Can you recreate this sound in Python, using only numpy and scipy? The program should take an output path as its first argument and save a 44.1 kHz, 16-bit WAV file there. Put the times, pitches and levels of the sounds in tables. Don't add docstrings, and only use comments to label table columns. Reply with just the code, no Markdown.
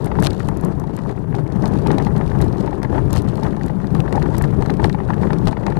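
import sys
import numpy as np
from scipy import signal
from scipy.io import wavfile

SR = 44100
rng = np.random.default_rng(int(sys.argv[2]) if len(sys.argv) > 2 else 0)


def undo_db(level):
    steps = np.asarray(level, float) / 20
    return 10 ** steps


def master(y):
    cut = np.clip(np.atleast_2d(y).T, -1, 1)
    pcm = np.round(cut * 32767)
    wavfile.write(sys.argv[1], SR, pcm.astype(np.int16))


N = 255339

# (frequency [Hz], level [dB per Hz])
CRACK_SPECTRUM = [(500, 0), (1100, 4), (1900, -0.5), (2800, -13.5), (4500, -21), (14000, -76)]
# (frequency [Hz], width [Hz], level [dB])
FITTING_MODES = [(2540, 1040, -1), (3960, 890, 2), (5200, 220, -14)]


def evened(x):
    return x / np.sqrt(np.mean(x ** 2) + 1e-20)


def colour(x, points):
    hz, db = np.transpose(points)
    grid_hz = np.fft.rfftfreq(8192, 1 / SR)
    half = np.interp(np.log(grid_hz + 1), np.log(hz + 1), db, -90, -90)
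    log_gain = np.log(undo_db(np.r_[half, half[-2:0:-1]]))
    taps = np.fft.ifft(np.exp(np.conj(signal.hilbert(log_gain)))).real[:4096]
    return signal.oaconvolve(x, taps)[:len(x)]


def resonate(x, modes):
    return sum(undo_db(db) * signal.lfilter(*signal.iirpeak(hz, hz / width, SR), x) for hz, width, db in modes)


def lumps(hz, depth_db):
    wander = signal.lfilter(*signal.butter(2, hz, fs=SR), rng.standard_normal(N))
    return undo_db(depth_db * evened(wander))


def grains(per_s, spread_db):
    size = undo_db(spread_db * np.minimum(rng.exponential(1, N), 3)) * rng.choice([-1, 1], N)
    return size * (rng.random(N) < per_s / SR)


def swells(rows, length_s):
    t = np.arange(0, N / SR + .002, .001)
    s, db = np.transpose(rows)[:, :, None]
    bells = db * np.exp(-((t - s) / length_s) ** 2)
    return np.interp(np.arange(N) / SR, t, bells.sum(0))


def follow(base_db, of_load, of_bumpiness, own_db=0):
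    # (time [s], level [dB])
    load = [(0.0, -22.5), (0.22, -19), (0.35, -23), (1.18, -26.5), (1.58, -23), (1.9, -17.5), (2.39, -20),
            (2.74, -22), (3.18, -21.5), (3.4, -22.5), (3.76, -24.5), (4.34, -20), (4.69, -21),
            (5.01, -24.5), (5.31, -22.5), (5.79, -25.5)]
    # (time [s], change against the load, negative is quieter [dB])
    bumpiness = [(0.1, -1), (0.19, -2), (0.26, 4), (0.4, -1.5), (0.485, 2.5), (0.66, 6.5), (0.82, 1),
                 (0.95, 1), (1.1, 5), (1.37, 4.5), (1.64, 7.5), (1.92, 2.5), (2.06, -1.5), (2.16, -2),
                 (2.27, -2.5), (2.43, 5.5), (2.64, 1.5), (2.96, 8.5), (3.16, 5), (3.44, 6.5), (3.68, 2.5),
                 (3.98, 5.5), (4.17, 5.5), (4.37, 2.5), (4.7, 3), (4.85, 9.5), (5.09, 3.5), (5.24, 6),
                 (5.33, 6.5), (5.48, 4), (5.69, 7), (5.78, 4.5)]
    rest_db = -25
    load_db = np.interp(np.arange(N) / SR, *np.transpose(load)) - rest_db
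    bumpy_db = swells(bumpiness, length_s=0.036)
    return undo_db(base_db + of_load * load_db + of_bumpiness * bumpy_db + own_db)


def wind():
    # (frequency [Hz], level [dB per Hz])
    wind_spectrum = [(12, -8), (25, -7), (50, -2.5), (90, -3), (130, -2), (300, -26.5), (1000, -67)]
    # (time [s], change against the steady wind, negative is quieter [dB])
    gusts = [(0.07, 0), (0.14, 2.5), (0.4, 2), (0.49, 4), (0.66, 3), (1.84, -0.5), (2.29, 6), (2.43, 6.5),
             (2.63, 0), (2.93, 4), (3.05, 7), (3.16, 9), (3.3, 3), (3.43, 5), (3.95, 5), (4.24, 2),
             (4.44, 5), (4.61, 5.5), (4.83, 6.5), (5.21, 4.5), (5.46, 11.5)]
    pressure = colour(rng.standard_normal(N), wind_spectrum) * lumps(hz=3.4, depth_db=0.5)
    gust_db = swells(gusts, length_s=0.049)
    return follow(base_db=-31, of_load=0.9, of_bumpiness=0.26, own_db=gust_db) * evened(pressure)


def crackle():
    t = np.arange(600) / SR
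    burst = t * np.exp(-t / 0.0016)
    touches = signal.oaconvolve(abs(grains(per_s=57, spread_db=4)), burst)[:N]
    scrapes = rng.standard_normal(N) * touches
    contact = colour(scrapes, CRACK_SPECTRUM) + undo_db(-21.5) * resonate(scrapes, FITTING_MODES)
    return follow(base_db=-54, of_load=1, of_bumpiness=0.86) * evened(contact)


def rattle(judder):
    # (frequency [Hz], level [dB per Hz])
    rattle_spectrum = [(1200, -46), (2600, -1), (4200, 0.5), (5800, -6.5), (9500, -11.5), (13000, -16)]
    # (time [s], change against their murmur [dB])
    shakes = [(0.04, 13), (0.26, 11.5), (0.34, 6), (0.41, 11), (0.67, 1), (0.8, -19), (0.99, 9), (1.1, 4),
              (1.37, 7.5), (1.48, -3), (1.67, 4), (1.79, 5.5), (2.02, 3), (2.29, 2), (2.41, 0), (2.6, 6),
              (2.73, 7.5), (2.85, -1), (2.98, -1), (3.16, 17.5), (3.29, 12), (3.39, 0), (3.53, 6.5),
              (3.66, 7), (3.97, 3), (4.18, 1.5), (4.39, 8.5), (4.63, 5), (4.85, 8), (5.1, 5), (5.3, 2.5),
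              (5.48, 13)]
    spray, split_hz = 0.15, 5200
    t = np.arange(400) / SR
    burst = t * np.exp(-t / 0.00096)
    size = abs(grains(per_s=220, spread_db=1.0))
    shake = spray + evened(signal.oaconvolve(np.array([size, size ** 2]), burst[None], axes=1)[:, :N])
    dull, bright = rng.standard_normal((2, N)) * [evened(row) for row in shake]
    scrape = signal.lfilter(*signal.butter(2, split_hz, fs=SR), dull)
    scrape += signal.lfilter(*signal.butter(2, split_hz, "high", fs=SR), bright)
    clumped = scrape * judder ** 0.19 * lumps(hz=15, depth_db=2)
    shake_db = swells(shakes, length_s=0.038)
    law = follow(base_db=-66, of_load=1, of_bumpiness=0.82, own_db=shake_db)
    return law * evened(colour(clumped, rattle_spectrum))


def ticks():
    # (time [s], level [dB], brightness [dB])
    tick_rows = [(0.044, -42, 3), (0.059, -37.5, 2), (0.197, -30, -13), (0.2014, -26, -17),
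                 (0.223, -25, -3), (0.2337, -18, -29), (0.24, -23, -5), (0.247, -15, -15),
                 (0.254, -20, -13), (0.261, -17, -29), (0.2683, -9.5, -26), (0.3007, -31, -24),
                 (0.3058, -21.5, -30), (0.331, -26.5, -20), (0.38, -41, -30), (0.404, -31, -22),
                 (0.4614, -53, 0), (0.472, -42, -3), (0.4856, -22, -12.5), (0.571, -38, -0.5),
                 (0.61, -45, 4), (0.6482, -42, 6.5), (0.7976, -40.5, 0.5), (0.838, -38, -30),
                 (0.9378, -39, -20), (0.965, -37.5, 0.5), (0.9882, -32, -22), (1.0715, -39, -25),
                 (1.0909, -34, -25), (1.1877, -40, -25), (1.3498, -27, -35), (1.476, -34, -25),
                 (1.5217, -29.5, -33), (1.559, -34.5, -40), (1.6222, -28, -26), (1.656, -20.5, -27),
                 (1.678, -36, -3), (1.737, -28, -25), (1.7659, -34, -30), (1.8704, -18, -23),
                 (1.915, -20, -34), (1.9827, -18.5, -29), (2.023, -26, -28), (2.048, -23.5, -35),
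                 (2.064, -29, -31), (2.163, -25.5, -30), (2.074, -34, -35), (2.178, -26.5, -27),
                 (2.225, -45, -30), (2.263, -30, -28), (2.277, -28, -30), (2.2987, -33, -31),
                 (2.3321, -44, -27), (2.3875, -31, -20), (2.4142, -26.5, -8), (2.421, -22, -26),
                 (2.4434, -43, 1), (2.4508, -40, -35), (2.4806, -32, -32), (2.527, -31, -24),
                 (2.581, -35, -25), (2.606, -29, -32), (2.661, -29.5, -24), (2.83, -21.5, -17),
                 (2.9362, -39, -27), (3.1062, -23, -33), (3.1292, -20, -6), (3.1382, -22, -24),
                 (3.1596, -30, -2), (3.178, -26, -15), (3.2197, -35, -4), (3.355, -30.5, -14),
                 (3.3722, -32, -14), (3.433, -23, -19), (3.4437, -30, -23), (3.5648, -32, -31),
                 (3.633, -26.5, -24), (3.662, -39, 1.5), (3.6815, -28.5, -26), (3.8698, -28.5, -29),
                 (3.905, -33, -25), (3.9485, -25, -21), (4.0027, -19.5, -36), (4.0941, -37, -24),
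                 (4.125, -19.5, -27), (4.156, -23, -33), (4.2258, -23, -34), (4.3056, -45, -29),
                 (4.381, -35, 7.5), (4.4214, -26.5, -3.5), (4.441, -24, -30), (4.6224, -24.5, -27),
                 (4.66, -25.5, -25), (4.7017, -22, -24), (4.738, -24.5, -33), (4.7684, -29, -32),
                 (4.842, -15.5, -35), (4.855, -26, -15), (4.895, -24.5, -33), (4.9275, -26.5, -28),
                 (5.1408, -28, -32), (5.2295, -37, -25), (5.3308, -21.5, -36), (5.384, -26, -38),
                 (5.472, -17, -28), (5.665, -20.5, -42), (5.7014, -28, -34), (5.768, -31, -34)]
    # (frequency [Hz], width [Hz], level [dB])
    seat_modes = [(2900, 1500, 6)]
    dull, bright, hard = np.zeros((3, N + 800))
    ms = np.arange(800) / SR * 1000
    shape = (1 - np.exp(-(ms / 0.68) ** 1.9)) * np.exp(-(ms / 1.46) ** 0.85)
    scrapes = np.tanh(rng.standard_normal((len(tick_rows), 2, 800))) * shape
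    scrapes *= .63 * np.linalg.norm(shape) / np.linalg.norm(scrapes, axis=2, keepdims=True)
    for (s, db, bright_db), (low_scrape, high_scrape) in zip(tick_rows, scrapes):
        start = round(s * SR)
        dull[start:][:800] += undo_db(db) * low_scrape
        bright[start:][:800] += undo_db(db + bright_db) * high_scrape
        hard[round((s + .001) * SR)] += undo_db(2.0 * db)
    ringing = undo_db(5.5) * resonate(dull, FITTING_MODES)
    snap = undo_db(14.0) * signal.lfilter(*signal.butter(2, 6000, "high", fs=SR), bright)
    thwack = undo_db(23.0) * resonate(hard, seat_modes)
    return (ringing + snap + thwack)[:N]


def knocks():
    # (time [s], level [dB], hardness: crack and upper mode against the low ring [dB])
    knock_rows = [(0.068, -23, -11.5), (0.115, -11, -19.5), (0.152, -24, -11), (0.186, -6.5, -25.5),
                  (0.224, -30, 2.5), (0.268, -18.5, -5), (0.402, -33.5, 1.5), (0.486, -13.5, -22),
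                  (0.838, -16.5, -27), (0.879, -32.5, -15), (0.975, -31.5, -7), (0.988, -29, -8),
                  (1.093, -27.5, -9.5), (1.107, -30, -12), (1.343, -16.5, -17.5), (1.385, -17, -22),
                  (1.861, -9.5, -22), (1.903, -8, -19), (1.982, -13, -23), (1.998, -13, -20),
                  (2.067, -11.5, -19.5), (2.165, -15.5, -20), (2.21, -15.5, -16.5), (2.314, -25, -9),
                  (2.35, -27.5, -9), (2.403, -14.5, -17.5), (2.675, -11, -21.5), (2.727, -12.5, -23.5),
                  (2.83, -17, -16), (2.847, -13, -18.5), (2.949, -17, -18), (2.979, -8, -21.5),
                  (3.161, -17, -10), (3.278, -27, -14), (3.323, -34, -7), (3.378, -19, -20),
                  (3.428, -10.5, -25), (3.405, -40, -12), (3.4629, -23, -7.5), (3.61, -27, -9.5),
                  (3.696, -18.5, -18), (3.842, -26, -13), (3.95, -34, 1.5), (4.077, -29.5, -4.5),
                  (4.124, -21, -12), (4.151, -10, -30), (4.177, -6, -28), (4.219, -30.5, -1),
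                  (4.258, -25, -8.5), (4.344, -18, -16.5), (4.411, -13, -18), (4.438, -23.5, -6.5),
                  (4.622, -15.5, -16), (4.659, -21.5, -11.5), (4.696, -12, -16), (4.796, -10, -21.5),
                  (4.843, -11, -12.5), (4.897, -21.5, -8), (4.945, -10, -22.5), (5.001, -16, -19),
                  (5.086, -30, -6), (5.102, -8.5, -20.5), (5.133, -32, 1), (5.178, -30.5, -9),
                  (5.231, -12, -19), (5.269, -29.5, -2.5), (5.304, -13, -16), (5.33, -27, -1.5),
                  (5.47, -20, -7.5), (5.485, -13, -22), (5.527, -12.5, -19.5), (5.568, -17, -16),
                  (5.633, -19.5, -16), (5.665, -18, -8.5), (5.68, -8.5, -27), (5.703, -28, -20),
                  (5.721, -12.5, -19.5), (5.768, -12, -21.5)]
    # (middle frequency [Hz], level [dB], time to fall 60 dB [s], rise time [s])
    panel_modes = [(858.6, -3, 0.028, 0.002), (1836, 0, 0.021, 0.00071)]
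    ring, crack = np.zeros((2, N + 3000))
    t = np.arange(3000) / SR
    turns = rng.random((len(knock_rows), len(panel_modes)))
    noise = rng.standard_normal((len(knock_rows), 3000))
    crack_rise = 1 - np.exp(-(t / 0.0012) ** 2)
    for (s, db, hard_db), turn, scrape in zip(knock_rows, turns, noise):
        start = round(s * SR)
        crack[start:][:3000] += undo_db(db + hard_db - 60 * t / 0.026) * crack_rise * np.tanh(scrape)
        for k, (hz, mode_db, t60, rise_s) in enumerate(panel_modes):
            knock_hz = hz * (1 + 0.13 * (turn[1 - k] - .5))
            mode = np.sin(2 * np.pi * (knock_hz * t + turn[k])) * (1 - np.exp(-(t / rise_s) ** 2))
            ring[start:][:3000] += undo_db(db + mode_db + hard_db * (k > 0) - 60 * t / t60) * mode
    return (undo_db(0.5) * ring + undo_db(20.5) * colour(crack, CRACK_SPECTRUM))[:N]


def chatter(bumps, judder):
    # (frequency [Hz], level [dB per Hz])
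    chatter_spectrum = [(300, 1), (520, -6), (620, -3), (870, -1), (1100, -8.5), (1400, -16.5), (1850, -20),
                        (2200, -40), (3000, -49), (6000, -42.5), (14000, -54)]
    grit = evened(grains(per_s=1200, spread_db=2.0))
    skips = (0.1 * evened(bumps) + grit) * judder
    return follow(base_db=-41, of_load=1.2, of_bumpiness=1.15) * evened(colour(skips, chatter_spectrum))


def flex():
    # (time [s], level before the overall loss [dB], frequency [Hz])
    flex_path = [(0.0, -36, 142), (0.06, -20, 146), (0.16, -40, 141), (0.19, -16.5, 158), (0.31, -27, 138),
                 (0.63, -34.5, 150), (0.64, -12.5, 146), (0.71, -27.5, 150), (1.23, -26, 146),
                 (1.34, -23, 144), (2.1, -21, 148.4), (2.84, -30.5, 152), (3.18, -20.5, 136),
                 (3.21, -30, 132), (3.27, -29, 152), (3.84, -23, 168.5), (3.95, -18, 153), (4.11, -28, 153),
                 (4.14, -21, 138), (4.82, -20.5, 150), (4.92, -22, 159), (5.0, -25.5, 145),
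                 (5.48, -20, 161), (5.51, -43, 160), (5.68, -18.5, 138), (5.74, -29, 150),
                 (5.79, -16.5, 170)]
    width_hz, loss_db = 73, 1.5
    s, db, hz = np.transpose(flex_path)
    t = np.arange(N) / SR
    turn = np.exp(2j * np.pi * np.cumsum(np.interp(t, s, hz)) / SR)
    r = np.exp(-np.pi * width_hz / SR)
    slow = signal.lfilter([1], np.convolve([1, -r], [1, -r]), rng.standard_normal(N) / turn)
    return undo_db(np.interp(t, s, db) - loss_db) * evened((slow * turn).real)


def hull(bumps):
    # (frequency [Hz], width [Hz], level [dB])
    shell_modes = [(203.5, 44, -2.5), (288, 68, -8), (368.5, 84, -8)]
    softened = resonate(bumps, [(229, 288, 0)])
    return follow(base_db=-30, of_load=0.98, of_bumpiness=0.88) * evened(resonate(softened, shell_modes))


def scene():
    bumps = grains(per_s=700, spread_db=-1.0) * lumps(hz=29.0, depth_db=2.0)
    judder = lumps(hz=30.4, depth_db=2.5) * lumps(hz=86, depth_db=2.0)
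    sled = wind() + crackle() + rattle(judder) + ticks() + knocks()
    sled += chatter(bumps, judder) + flex() + hull(bumps)
    return np.array([sled, np.zeros(N)])


def whine_partials():
    turns = 1500 * np.outer(np.arange(1, 9), np.arange(N) / SR)
    return np.sqrt(2) * np.cos(2 * np.pi * turns)


def preamp(dry):
    gain_db, whine_db, hiss_db, whine_on_sound_db = 6, -87, -76, -53
    partials = whine_partials()
    loud = undo_db(gain_db) * dry * (1 + undo_db(whine_on_sound_db) * partials[5:].sum(0))
    loud -= undo_db(whine_db) * partials.sum(0)
    return loud + undo_db(hiss_db) * rng.standard_normal((2, N))


def overload(loud):
    return loud / (1 + abs(loud / 1.1) ** 5) ** (1 / 5)


def low_pass(x):
    return signal.sosfilt(signal.butter(12, 13800, fs=SR, output="sos"), x)


def record(dry):
    squeezed = overload(preamp(dry))
    edge = signal.firwin(121, 12500, window=("kaiser", 8), fs=SR)
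    mix = signal.oaconvolve(squeezed, edge[None], "same", axes=1)
    return low_pass(mix)


dry = scene()
out = record(dry)
master(out)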